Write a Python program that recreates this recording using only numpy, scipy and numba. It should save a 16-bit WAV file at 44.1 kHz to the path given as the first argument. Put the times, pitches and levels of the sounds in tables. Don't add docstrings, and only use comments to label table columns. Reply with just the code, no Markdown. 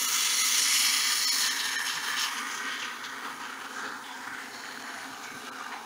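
import sys
import numpy as np
from scipy import signal
from scipy.fft import rfft, irfft, next_fast_len
from scipy.io import wavfile
from scipy.ndimage import uniform_filter1d
from numba import njit

SR = 44100
rng = np.random.default_rng(int(sys.argv[2]) if len(sys.argv) > 2 else 0)


def volts_from_db(level):
    exponent = np.asarray(level, float) / 20
    return 10 ** exponent


def wav_out(sig):
    wavfile.write(sys.argv[1], SR, np.round(np.clip(np.atleast_2d(sig).T, -1, 1) * 32767).astype(np.int16))


N = 257984
PADDED = next_fast_len(N)
HZ = np.fft.rfftfreq(PADDED, 1 / SR)


def unit(x):
    return x / np.sqrt(np.mean(x ** 2))


def colour(points):
    hz, db = np.transpose(points)
    return volts_from_db(np.interp(np.log(HZ + 1), np.log(hz), db))


def above(hz, width):
    return np.clip((HZ - hz) / width + .5, 0, 1)


def walk(rate):
    k = int(SR / rate)
    held = np.repeat(rng.standard_normal(N // k + 1), k)
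    return 1.13 * uniform_filter1d(uniform_filter1d(held, k), k)[:N]


def swells(at, half):
    t = np.arange(0, N, 64)[:, None] / SR
    return np.exp(-((t - at) / half) ** 2)


def filled(coarse):
    return np.interp(np.arange(N), np.arange(0, N, 64), coarse)


@njit
def moving_mode(x, hz, width):
    y, band, low = np.empty(len(x)), 0., 0.
    for i in range(len(x)):
        g, k = np.tan(np.pi * hz[i] / SR), width / hz[i]
        v = (band + g * (x[i] - low)) / (1 + g * (g + k))
        band, low, y[i] = 2 * v - band, low + 2 * g * v, k * v
    return y


def jet(cells_per_s, spread_db, cells_db, surge_db):
    when, size, side = rng.random((3, N))
    rarity = np.minimum(-np.log(1 - size), 2.2)
    cells = unit(volts_from_db(spread_db * rarity) * np.sign(side - .5) * (when < cells_per_s / SR))
    surge = volts_from_db(surge_db * walk(60) + 1.01 * walk(200))
    return (rng.standard_normal(N) + volts_from_db(cells_db) * cells) * surge


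# (time [s], first mode [Hz], second mode over first [ratio], first ring [dB], second ring [dB])
HOLLOW_SHAPES = [(0, 1880, 1.87, -2.5, 8.5), (.4, 2080, 1.75, 3.5, 8), (.7, 2000, 1.65, 5.5, 9.5),
                 (1.05, 1880, 1.75, 6.5, 10), (1.35, 1880, 1.88, 4.5, 4.5), (1.75, 1690, 2.03, -3, -3),
                 (2.1, 1620, 2, -0.5, -6), (2.35, 1360, 1.75, -1, 1), (2.7, 1500, 1.8, 8.5, 2),
                 (3.05, 1460, 2.55, -2, 3), (3.4, 1150, 2.43, 0.5, 1.5), (3.6, 1320, 2.1, 2, 9),
                 (3.93, 1320, 2.6, 7.5, 1), (4.08, 1000, 3.15, 2.5, 8), (4.32, 1340, 2.8, 5, -8),
                 (4.6, 1620, 2.18, 11, 8.5), (5.3, 1360, 2.55, 5, -9), (5.85, 1140, 2, 6.5, -20)]


def hollow(x):
    s, *columns = np.transpose(HOLLOW_SHAPES)
    hz, ratio, low_db, high_db = (np.interp(np.arange(N) / SR, s, c) for c in columns)
    low_hz = hz * (1 + 0.1 * walk(9))
    high_hz = hz * ratio * (1 + 0.032 * walk(7.1))
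    low = volts_from_db(low_db + 1.4 * walk(12)) * moving_mode(x, low_hz, 530.0)
    high = volts_from_db(high_db + 1.0 * walk(4.8)) * moving_mode(x, high_hz, 820.0)
    return x + low + high


def nearby_walls(t60, wet_db):
    t = np.arange(int(.3 * SR)) / SR
    tail = rng.standard_normal(len(t)) * 1000. ** (-t / t60) * (t > .001)
    tail = tail * volts_from_db(wet_db) / np.sqrt(np.sum(tail ** 2))
    return 1 + rfft(tail, PADDED)


# (time [s], flow [dB], cover [0-1])
TRIGGER = [(0, -34.5, 0.1), (.2, -34, 0.06), (.57, -35, 0.01), (.87, -33.5, 0.05), (1.0, -34.5, 0.15),
           (1.42, -34.5, 0.01), (1.56, -34, 0.35), (1.8, -33.5, 0.52), (2.3, -33.5, 0.7),
           (2.75, -40.5, 0.69), (2.95, -36, 0.99), (3.35, -37.5, 0.99), (4.0, -40, 0.91),
           (4.4, -40.5, 0.82), (4.52, -45.5, 0.56), (5.0, -39.5, 0.78), (5.4, -43, 0.69),
           (5.85, -41.5, 0.86)]


def control(column):
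    table = np.array(TRIGGER)
    return np.interp(np.arange(N) / SR, table[:, 0], table[:, column])


# (time [s], lift [dB], centre [Hz], half length [s])
PUFFS = [(1.607, 6, 3640, 0.014), (1.682, 3, 4400, 0.038), (1.835, -6, 3400, 0.018),
         (1.898, 6.5, 4300, 0.045), (1.958, 3, 6000, 0.015), (2.067, 4, 3420, 0.021),
         (2.223, 11.5, 5300, 0.044), (2.382, 5, 4000, 0.016), (2.445, -2, 5020, 0.025),
         (2.553, 5.5, 7000, 0.056), (2.733, 6, 3200, 0.071), (2.83, 7, 4770, 0.037),
         (2.957, -3.5, 1280, 0.036), (3.055, 7, 4200, 0.018), (3.1, 4, 5000, 0.0073),
         (3.263, 3.5, 2710, 0.046), (3.423, 3.5, 3400, 0.036), (3.624, -1, 3370, 0.031),
         (3.695, -4, 1300, 0.03), (3.777, 3.5, 6500, 0.05), (3.87, 5, 4000, 0.03), (4.007, -4, 2880, 0.036),
         (4.087, -4, 3400, 0.055), (3.355, -5, 2000, 0.017), (3.58, -4, 3300, 0.02), (4.172, -4, 1300, .05),
         (.7, -1, 2500, 0.11), (4.857, 2, 1400, 0.035), (1.446, 4, 3000, .01), (5.47, 2.5, 3000, .03),
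         (5.113, -2, 1300, 0.03), (5.248, 5.5, 6000, 0.016), (5.298, 0, 1960, 0.027),
         (5.448, -1, 1300, .02), (5.647, 3, 1980, 0.047), (5.698, -4.5, 1800, 0.018),
         (5.726, 6.5, 1800, 0.031)]
ZONE_MID_HZ = [1300, 3400, 6300, 11000]
CLEAR_DB = [-0.5, 4, 5, 2]
FOAM_LOSS_DB = [0, 16, 21.5, 22.5]


def zone_levels():
    at, lift_db, hz, half = np.transpose(PUFFS)
    puff_shapes = swells(at, half)
    flow_db, cover = control(column=1), control(column=2)
    levels = []
    for mid, clear, loss in zip(ZONE_MID_HZ, CLEAR_DB, FOAM_LOSS_DB):
        octaves_off = np.log2(hz / mid)
        lift = puff_shapes @ (lift_db * np.exp(-(octaves_off / 0.96) ** 2))
        levels.append(flow_db + clear - loss * cover + filled(lift))
    return levels


def bell(hz, width):
    return 1 / (1 + ((HZ[::16] - hz) * 2 / width) ** 2)


# (centre [Hz], width [Hz], depth [dB])
ECHO_DIPS = [(2500, 83, 11.5), (3660, 400, 11), (5060, 200, 1.5), (6300, 160, 3)]


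def resonances(modes, bed, bed_db, echo):
    peaks = sum(volts_from_db(db) ** 2 * bell(hz, width) for hz, width, db in modes)
    dips_db = sum(depth_db * bell(hz, width) for hz, width, depth_db in ECHO_DIPS)
    broad = volts_from_db(bed_db) * colour(bed)[::16]
    gain = np.sqrt(peaks + broad ** 2) * volts_from_db(-echo * dips_db)
    return np.interp(HZ, HZ[::16], gain)


# (frequency [Hz], density [dB per Hz])
MIC_PORT = [(4470, -34), (7600, -4), (8080, -6), (9490, 0), (10100, -1), (11400, -5), (13600, -13),
            (14800, -5), (15200, -5), (15700, -8)]


def air(source, gain):
    heard = source * colour(MIC_PORT) * above(ZONE_EDGES_HZ[-1], 160)
    heard = heard * nearby_walls(t60=.05, wet_db=-13.)
    edges = [1] + [above(hz, 500) for hz in range(9300, 14000, 1400)] + [0]
    total = 0
    for lo, hi in zip(edges, edges[1:]):
        total = total + irfft(heard * (lo - hi), PADDED)[:N] * volts_from_db(2.1 * walk(10))
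    return gain * unit(total)


ZONE_EDGES_HZ = [650, 2400, 5050, 7800]
# (time [s], length of the move [s])
TIP_MOVES = [
    (0.602, 0.49),
    (1.5, 0.38),
    (2.3, 0.094),
    (3.3, 1),
    (4.03, 0.04),
    (4.45, 0.11),
    (5.15, 0.62),
]
# (centre [Hz], width [Hz], level [dB])
TIP_START = [(960, 24, -4.5), (1296, 110, -1.5), (1707, 17, -4), (2080, 50, 0.5), (2900, 50, -1),
             (3495, 100, 0.5), (3924, 60, 0), (4380, 240, -1.5), (4740, 190, -4), (5400, 19, -8),
             (5700, 130, 1), (6300, 340, -3), (7170, 114, -1.5)]
TIP_OPEN = [(1208, 70, -4), (2010, 250, -8.5), (3200, 110, -11), (3310, 22, -2), (3910, 60, 0),
            (4390, 460, 1.5), (5300, 120, 3), (5880, 110, -2), (6950, 70, -1), (7300, 34, -3)]
TIP_CLOSING = [(1190, 25, -5), (1834, 170, -20), (2706, 18, 6), (3096, 42, 3.5), (3730, 90, 0),
               (4100, 490, -2), (4660, 33, -1), (5375, 300, 1), (6460, 240, 1), (7180, 59, -4)]
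TIP_SINKING = [(1223, 58, -2.5), (1540, 170, -4.5), (1880, 37, 2), (2180, 90, -6), (2560, 44, -14),
               (3200, 390, -7.5), (4880, 81, -8), (6370, 260, -7), (7170, 61, -15)]
TIP_BURIED = [(903, 71, 8), (1500, 370, 5), (2320, 63, -17), (2540, 29, -3), (3060, 36, -8),
              (4060, 140, -8), (4540, 220, -5), (6470, 120, -25)]
TIP_SHIFTED = [(940, 91, 1), (1510, 140, -2), (2210, 70, -3), (3280, 410, -24), (4030, 140, -26),
               (4430, 85, -21), (4870, 140, -16), (6600, 50, -20)]
TIP_TURNED = [(900, 240, 3), (1510, 430, -12), (2710, 34, -10), (3050, 130, -8.5), (4500, 260, -13),
              (4100, 260, -13), (5400, 47, -5), (6800, 90, -6)]
TIP_LAST = [(905, 43, -1), (1206, 85, -3), (2310, 230, -6), (2830, 150, -7), (4000, 160, -9),
            (5480, 68, -1), (6250, 320, -4), (6480, 44, -15)]
# (frequency [Hz], density [dB per Hz])
OPEN_BED = [(350, -61), (600, -31), (800, -20), (900, -2.5), (1240, -8.5), (1440, -9), (2020, -7.5),
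            (2520, -0.5), (2810, 1), (4980, -17), (5410, -2.5), (6730, 3), (7930, -15), (9600, -7),
            (13500, -10), (15700, -17.5)]
CLOSING_BED = [(350, -60), (600, -19), (770, -14), (900, 0), (1340, -7), (1810, 1.5), (2000, -7.5),
               (3050, 1.5), (3490, -6), (5410, -16.5), (7930, -14), (10300, -12.5), (13500, -24),
               (15700, -24)]
SINKING_BED = [(350, -56), (600, -30), (780, -12), (942, 1), (1540, -16), (1720, -20), (1890, -5),
               (2380, -11.5), (3180, -9), (5260, -7), (6370, -1), (7930, -17), (9220, -17), (15700, -27)]
BURIED_BED = [(350, -44), (640, -5), (800, 2), (1270, -10), (1540, 2), (1700, -6.5), (1860, -7),
              (2380, -26), (3690, -6.5), (4290, -15), (4920, -9.5), (6730, -5.5), (8040, -13.5),
              (10400, -31.5), (13700, -13), (14900, -21), (15700, -23)]
SHIFTED_BED = [(350, -48), (600, -18), (634, -14), (747, 2), (981, -5), (1200, -5), (1520, -1), (1940, 3.5),
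               (2770, -18), (3260, -16), (3850, -19), (6920, -18), (15700, -40)]
TURNED_BED = [(350, -43), (600, 10), (778, 5), (1080, -1), (1540, -1), (2260, -3.5), (3050, -9),
              (3740, -16), (4290, -2.5), (4920, -11.5), (6730, -5), (7820, -16), (15700, -29.5)]


def spray():
    t = np.arange(N) / SR
    moved = [1] + [np.clip((t - at) / length + .5, 0, 1) for at, length in TIP_MOVES] + [0]
    # resonances, bed, bed level in dB, share of the pipe echo
    places = [(TIP_START, OPEN_BED, -4., .9), (TIP_OPEN, OPEN_BED, -4., .9),
              (TIP_CLOSING, CLOSING_BED, -4., .4), (TIP_SINKING, SINKING_BED, -4., .2),
              (TIP_BURIED, BURIED_BED, -4., .1), (TIP_SHIFTED, SHIFTED_BED, -4., .1),
              (TIP_TURNED, TURNED_BED, -4., .1), (TIP_LAST, BURIED_BED, -2.5, .1)]
    flickers_db = [0.33, 0.44, 0.56, 0.92]
    gas = jet(cells_per_s=2500, spread_db=6.5, cells_db=-3.0, surge_db=0.6)
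    source = rfft(hollow(gas), PADDED) * nearby_walls(t60=.12, wet_db=-12.5)
    shared = 0.5 * walk(14)
    gains = [volts_from_db(db + own_db * walk(17) + shared) for db, own_db in zip(zone_levels(), flickers_db)]
    edges = [above(hz, 160) for hz in ZONE_EDGES_HZ]
    out = air(source, gains[-1])
    for arrived, left, place in zip(moved, moved[1:], places):
        heard = source * resonances(*place)
        share = np.clip(arrived - left, 0, 1)
        for lo, hi, gain in zip(edges, edges[1:], gains):
            zone = irfft(heard * (lo - hi), PADDED)[:N]
            zone = zone / np.sqrt(np.average(zone ** 2, weights=share + 1e-9))
            out = out + share * gain * zone
    return out


# (start [s], end [s], first pitch [Hz], last pitch [Hz], level [dB])
WHISTLES = [(0.497, .62, 6300, 5700, -32), (.6, 0.947, 5800, 5780, -37), (.35, 1.003, 6500, 6500, -46),
            (.6, 1.35, 6850, 6950, -49), (0.305, .9, 4300, 4380, -48), (.95, 1.196, 5950, 6000, -49),
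            (1.553, 1.7, 3840, 3800, -43), (4.3, 4.606, 2000, 2100, -54), (4.396, 4.5, 2700, 2730, -53),
            (4.494, 4.62, 4200, 4200, -53), (5.78, 5.85, 1200, 1150, -46), (0.557, 1.003, 5450, 5220, -38),
            (0.942, 1.54, 5370, 5280, -42), (0.393, 0.94, 2055, 2040, -43.5),
            (1.212, 1.525, 4350, 4360, -40), (1.406, 1.889, 1860, 1750, -41),
            (1.905, 2.256, 1840, 1780, -48), (2.305, 2.603, 1110, 1320, -47), (2.4, 2.74, 1500, 1550, -44),
            (3.0, 3.3, 1840, 1880, -53), (3.1, 3.36, 1090, 1060, -55), (4.05, 4.152, 3400, 3450, -51),
            (2.407, 2.95, 1930, 1820, -57), (3.205, 3.377, 1330, 1220, -45), (3.51, 3.677, 1430, 1350, -52),
            (3.72, 3.95, 1500, 1570, -46), (4.105, 4.286, 920, 1000, -47.5),
            (4.117, 4.2, 1540, 1610, -42.5), (4.21, 4.46, 1600, 1450, -46.5),
            (4.62, 4.803, 1880, 1850, -53), (4.798, 5.08, 1540, 1500, -53), (4.82, 4.92, 1300, 1100, -48),
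            (5.2, 5.362, 2230, 2270, -50), (5.445, 5.67, 1244, 1460, -46.5), (5.3, 5.423, 1200, 1150, -54),
            (2.6, 2.93, 2180, 2200, -47.5)]


def whistles():
    out = np.zeros(N)
    gas = jet(cells_per_s=1500, spread_db=6.5, cells_db=-3.5, surge_db=1.8) * volts_from_db(1.5 * walk(11))
    wander = 1 + 0.009 * walk(8)
    for start, end, from_hz, to_hz, db in WHISTLES:
        span = slice(int(start * SR), int(end * SR))
        hz = np.linspace(from_hz, to_hz, span.stop - span.start) * wander[span]
        t = np.arange(len(hz)) / SR
        fade = np.clip(np.minimum(t, t[-1] - t) / 0.038, 0, 1)
        width_hz = 0.046 * min(from_hz, 3500.)
        out[span] += volts_from_db(db) * fade * unit(moving_mode(gas[span], hz, width_hz))
    return out


# (time [s], level [dB], centre [Hz], width [Hz], fade [s])
SPURTS = [(1.86, -40, 3080, 1200, .05), (1.81, -44, 9500, 4000, .06), (1.862, -41, 10300, 4000, 0.029),
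          (2.175, -34.5, 3200, 1500, 0.1), (2.205, -34, 4550, 2200, 0.06), (2.19, -41.5, 10200, 4000, 0.08),
          (2.205, -46, 15000, 1500, .05), (2.37, -55, 9500, 2500, 0.033), (2.82, -39.5, 2650, 700, 0.077),
          (3.038, -39, 3240, 900, 0.02), (3.065, -43, 3300, 700, .012), (3.245, -49, 3380, 700, .04),
          (3.43, -46, 3200, 890, .04), (4.038, -46.5, 3200, 900, 0.07), (1.59, -38, 4100, 900, .03),
          (2.66, -48, 3120, 900, .15), (4.33, -50, 3100, 900, 0.1), (4.28, -46, 1710, 600, 0.072),
          (5.22, -50.5, 2230, 500, 0.17), (5.61, -49, 1300, 900, .008), (5.719, -40.5, 2010, 1100, 0.036)]


def spurts():
    t, out = np.arange(N) / SR, 0
    gas = jet(cells_per_s=930, spread_db=-3.0, cells_db=-8.0, surge_db=-2.0)
    for at, db, hz, width, fade in SPURTS:
        centre = np.full(N, 1. * hz)
        once = moving_mode(gas, centre, 1. * width)
        ring = unit(moving_mode(once, centre, 1. 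* width))
        since = np.maximum(t - at, 0)
        out = out + volts_from_db(db) * ring * np.minimum(since / 0.0029, 1) * np.exp(-since / fade)
    return out


# (time [s], peak [dB], ring [Hz])
POPS = [(2.085, -17.5, 3000), (2.219, -11, 5400), (2.244, -15, 3200), (2.285, -19, 2240), (2.37, -22, 2900),
        (4.65, -32, 3130), (4.788, -37, 3080), (4.825, -26, 6640), (4.972, -28, 1500), (5.044, -30, 3990),
        (5.046, -30, 1500), (5.146, -30, 2980), (5.255, -27, 1500), (5.664, -25, 1600), (5.74, -28, 2400),
        (2.469, -27, 1900), (2.501, -29, 1590), (2.601, -23, 1570), (2.818, -22, 1870), (2.913, -24, 1890),
        (3.024, -26, 1440), (3.067, -28, 1390), (3.283, -26, 1290), (3.59, -33, 1460), (3.666, -25, 1440),
        (3.839, -27, 1460), (4.109, -29, 960), (4.275, -21, 1510), (4.332, -28, 1440), (4.364, -28, 1580),
        (4.637, -26, 1850), (4.656, -24, 1840), (4.688, -25, 1470), (4.774, -22.5, 1500),
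        (5.304, -26, 1590), (5.61, -22.5, 1200), (5.723, -27, 1800)]


def pops():
    out, t = np.zeros(N + SR), np.arange(SR // 50) / SR
    for at, db, hz in POPS:
        cycles = t * hz
        shape = np.minimum(cycles, 1) ** 2 * np.exp(-cycles / 3.2)
        ring = np.sin(2 * np.pi * cycles) * shape
        ring = ring - shape * ring.sum() / shape.sum()
        out[int(at * SR):][:len(t)] += volts_from_db(db - 1.5) * ring
    return out[:N]


# (frequency [Hz], density [dB per Hz])
ROOM_HUM = [(12, -61), (20, -39), (43, -40.5), (151, -20.5), (184, -26.5), (224, -3), (264, 1.5), (284, 0),
            (325, -13), (420, -3.5), (466, -9.5), (510, -5), (566, -15.5), (639, -18), (720, -12.5),
            (940, -43), (1580, -120)]
# (time [s], rumble lift [dB], drone lift [dB], half
# length [s])
THUDS = [(.01, -14, 4.5, .03), (0.124, -6, -1, .03), (0.61, -15, 3, 0.034), (0.977, -2, -2, 0.046),
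         (1.27, -6, -1, .05), (1.6, -1.5, -0.5, 0.26), (0.79, -4, -3, 0.16), (1.364, 1, 0.5, 0.046),
         (1.96, 8, -0.5, 0.036), (2.205, 4, -1.5, 0.14), (2.525, 4, -0.5, 0.08), (2.07, -7, 1, .03),
         (2.3, -6, -4, 0.033), (2.798, 5, 1.5, 0.13), (2.95, -10, 0, .02), (3.06, 4, -1, 0.029),
         (3.27, 1, 3, .07), (3.53, -6, -0.5, 0.026), (3.874, 3, 4, 0.067), (3.764, 3, 1.5, 0.19),
         (4.378, 6, 0.5, 0.18), (4.817, 3, 0, .04), (4.89, -10, -1, .03), (5.07, -6, 2.5, .02),
         (5.127, 6, 3, .02), (5.18, -7, 0, .02), (5.77, 1, 0, .03), (.45, -5, 0.5, .04), (3.85, -5, 2, .03),
         (4.99, 8, -4, 0.046), (5.347, 9, 1.5, 0.06)]


def hum():
    at, rumble_lift_db, drone_lift_db, half = np.transpose(THUDS)
    thud_shapes = swells(at, half)
    recovery_db = 0.5 * control(column=2)
    noise = rfft(rng.standard_normal(PADDED)) * colour(ROOM_HUM) * (HZ < 760)
    deep = 1 / (1 + (HZ / 185) ** 20)
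    rumble_db = -70 + recovery_db + filled(thud_shapes @ rumble_lift_db)
    rumble_db = rumble_db + 1.2 * walk(7.5) + 3.0 * walk(22)
    drone_db = -52 + recovery_db + filled(thud_shapes @ drone_lift_db) + 1.34 * walk(5)
    rumble = unit(irfft(noise * deep, PADDED)[:N]) * volts_from_db(rumble_db)
    drone = unit(irfft(noise * (1 - deep), PADDED)[:N]) * volts_from_db(drone_db)
    return rumble + drone


def mic_hiss():
    noise = rfft(rng.standard_normal(PADDED)) * colour(MIC_PORT) * (HZ > 7700)
    noise = noise * volts_from_db(-6.0 * ((HZ > 8800) & (HZ < 11800)))
    return unit(irfft(noise, PADDED)[:N]) * volts_from_db(-61.0)


def scene():
    return (spray() + whistles() + spurts() + pops() + hum() + mic_hiss())[None]


# (time [s], share of tones kept [0-1], spared below [Hz])
THIN_MOMENTS = [
    (.0685, .045, 300),
    (.4312, .045, 300),
    (1.2632, .036, 300),
    (1.3058, .03, 250),
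    (1.4978, .04, 500),
    (1.7752, .035, 600),
    (5.5085, .012, 1700),
]


def thin_out(x, lost, boost_db, masking):
    size = 1880
    window = np.sin(np.pi * (np.arange(size) + .5) / size)
    notch = (1 - (1 - lost * window ** 2) ** .7) / window
    hz = np.fft.rfftfreq(size, 1 / SR)
    out = x.copy()
    for at, kept, spared_hz in THIN_MOMENTS:
        middle = int(at * SR)
        span = slice(middle - size // 2, middle + size // 2)
        tones = rfft(x[span] * window)
        strength = np.abs(tones)
        heard = strength / (uniform_filter1d(strength, size=70) + 1e-9) ** masking
        weak = heard < np.quantile(heard, 1 - kept)
        hit = (hz > spared_hz) | (hz < 190)
        out[span] += window * (volts_from_db(boost_db) - 1) * irfft(tones * hit * ~weak, size)
        out[span] -= notch * irfft(tones * hit * weak, size)
    return out


def top_cut(x):
    return signal.sosfilt(signal.butter(12, 17090, fs=SR, output="sos"), x)


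def record(dry):
    rounded = .4 * np.tanh(dry[0] / .4)
    cut = irfft(rfft(rounded, PADDED) * (HZ < 15700), PADDED)[:N]
    thin = thin_out(cut, lost=.99, boost_db=4, masking=.6)
    return top_cut(thin[None])


dry = scene()
out = record(dry)
wav_out(out)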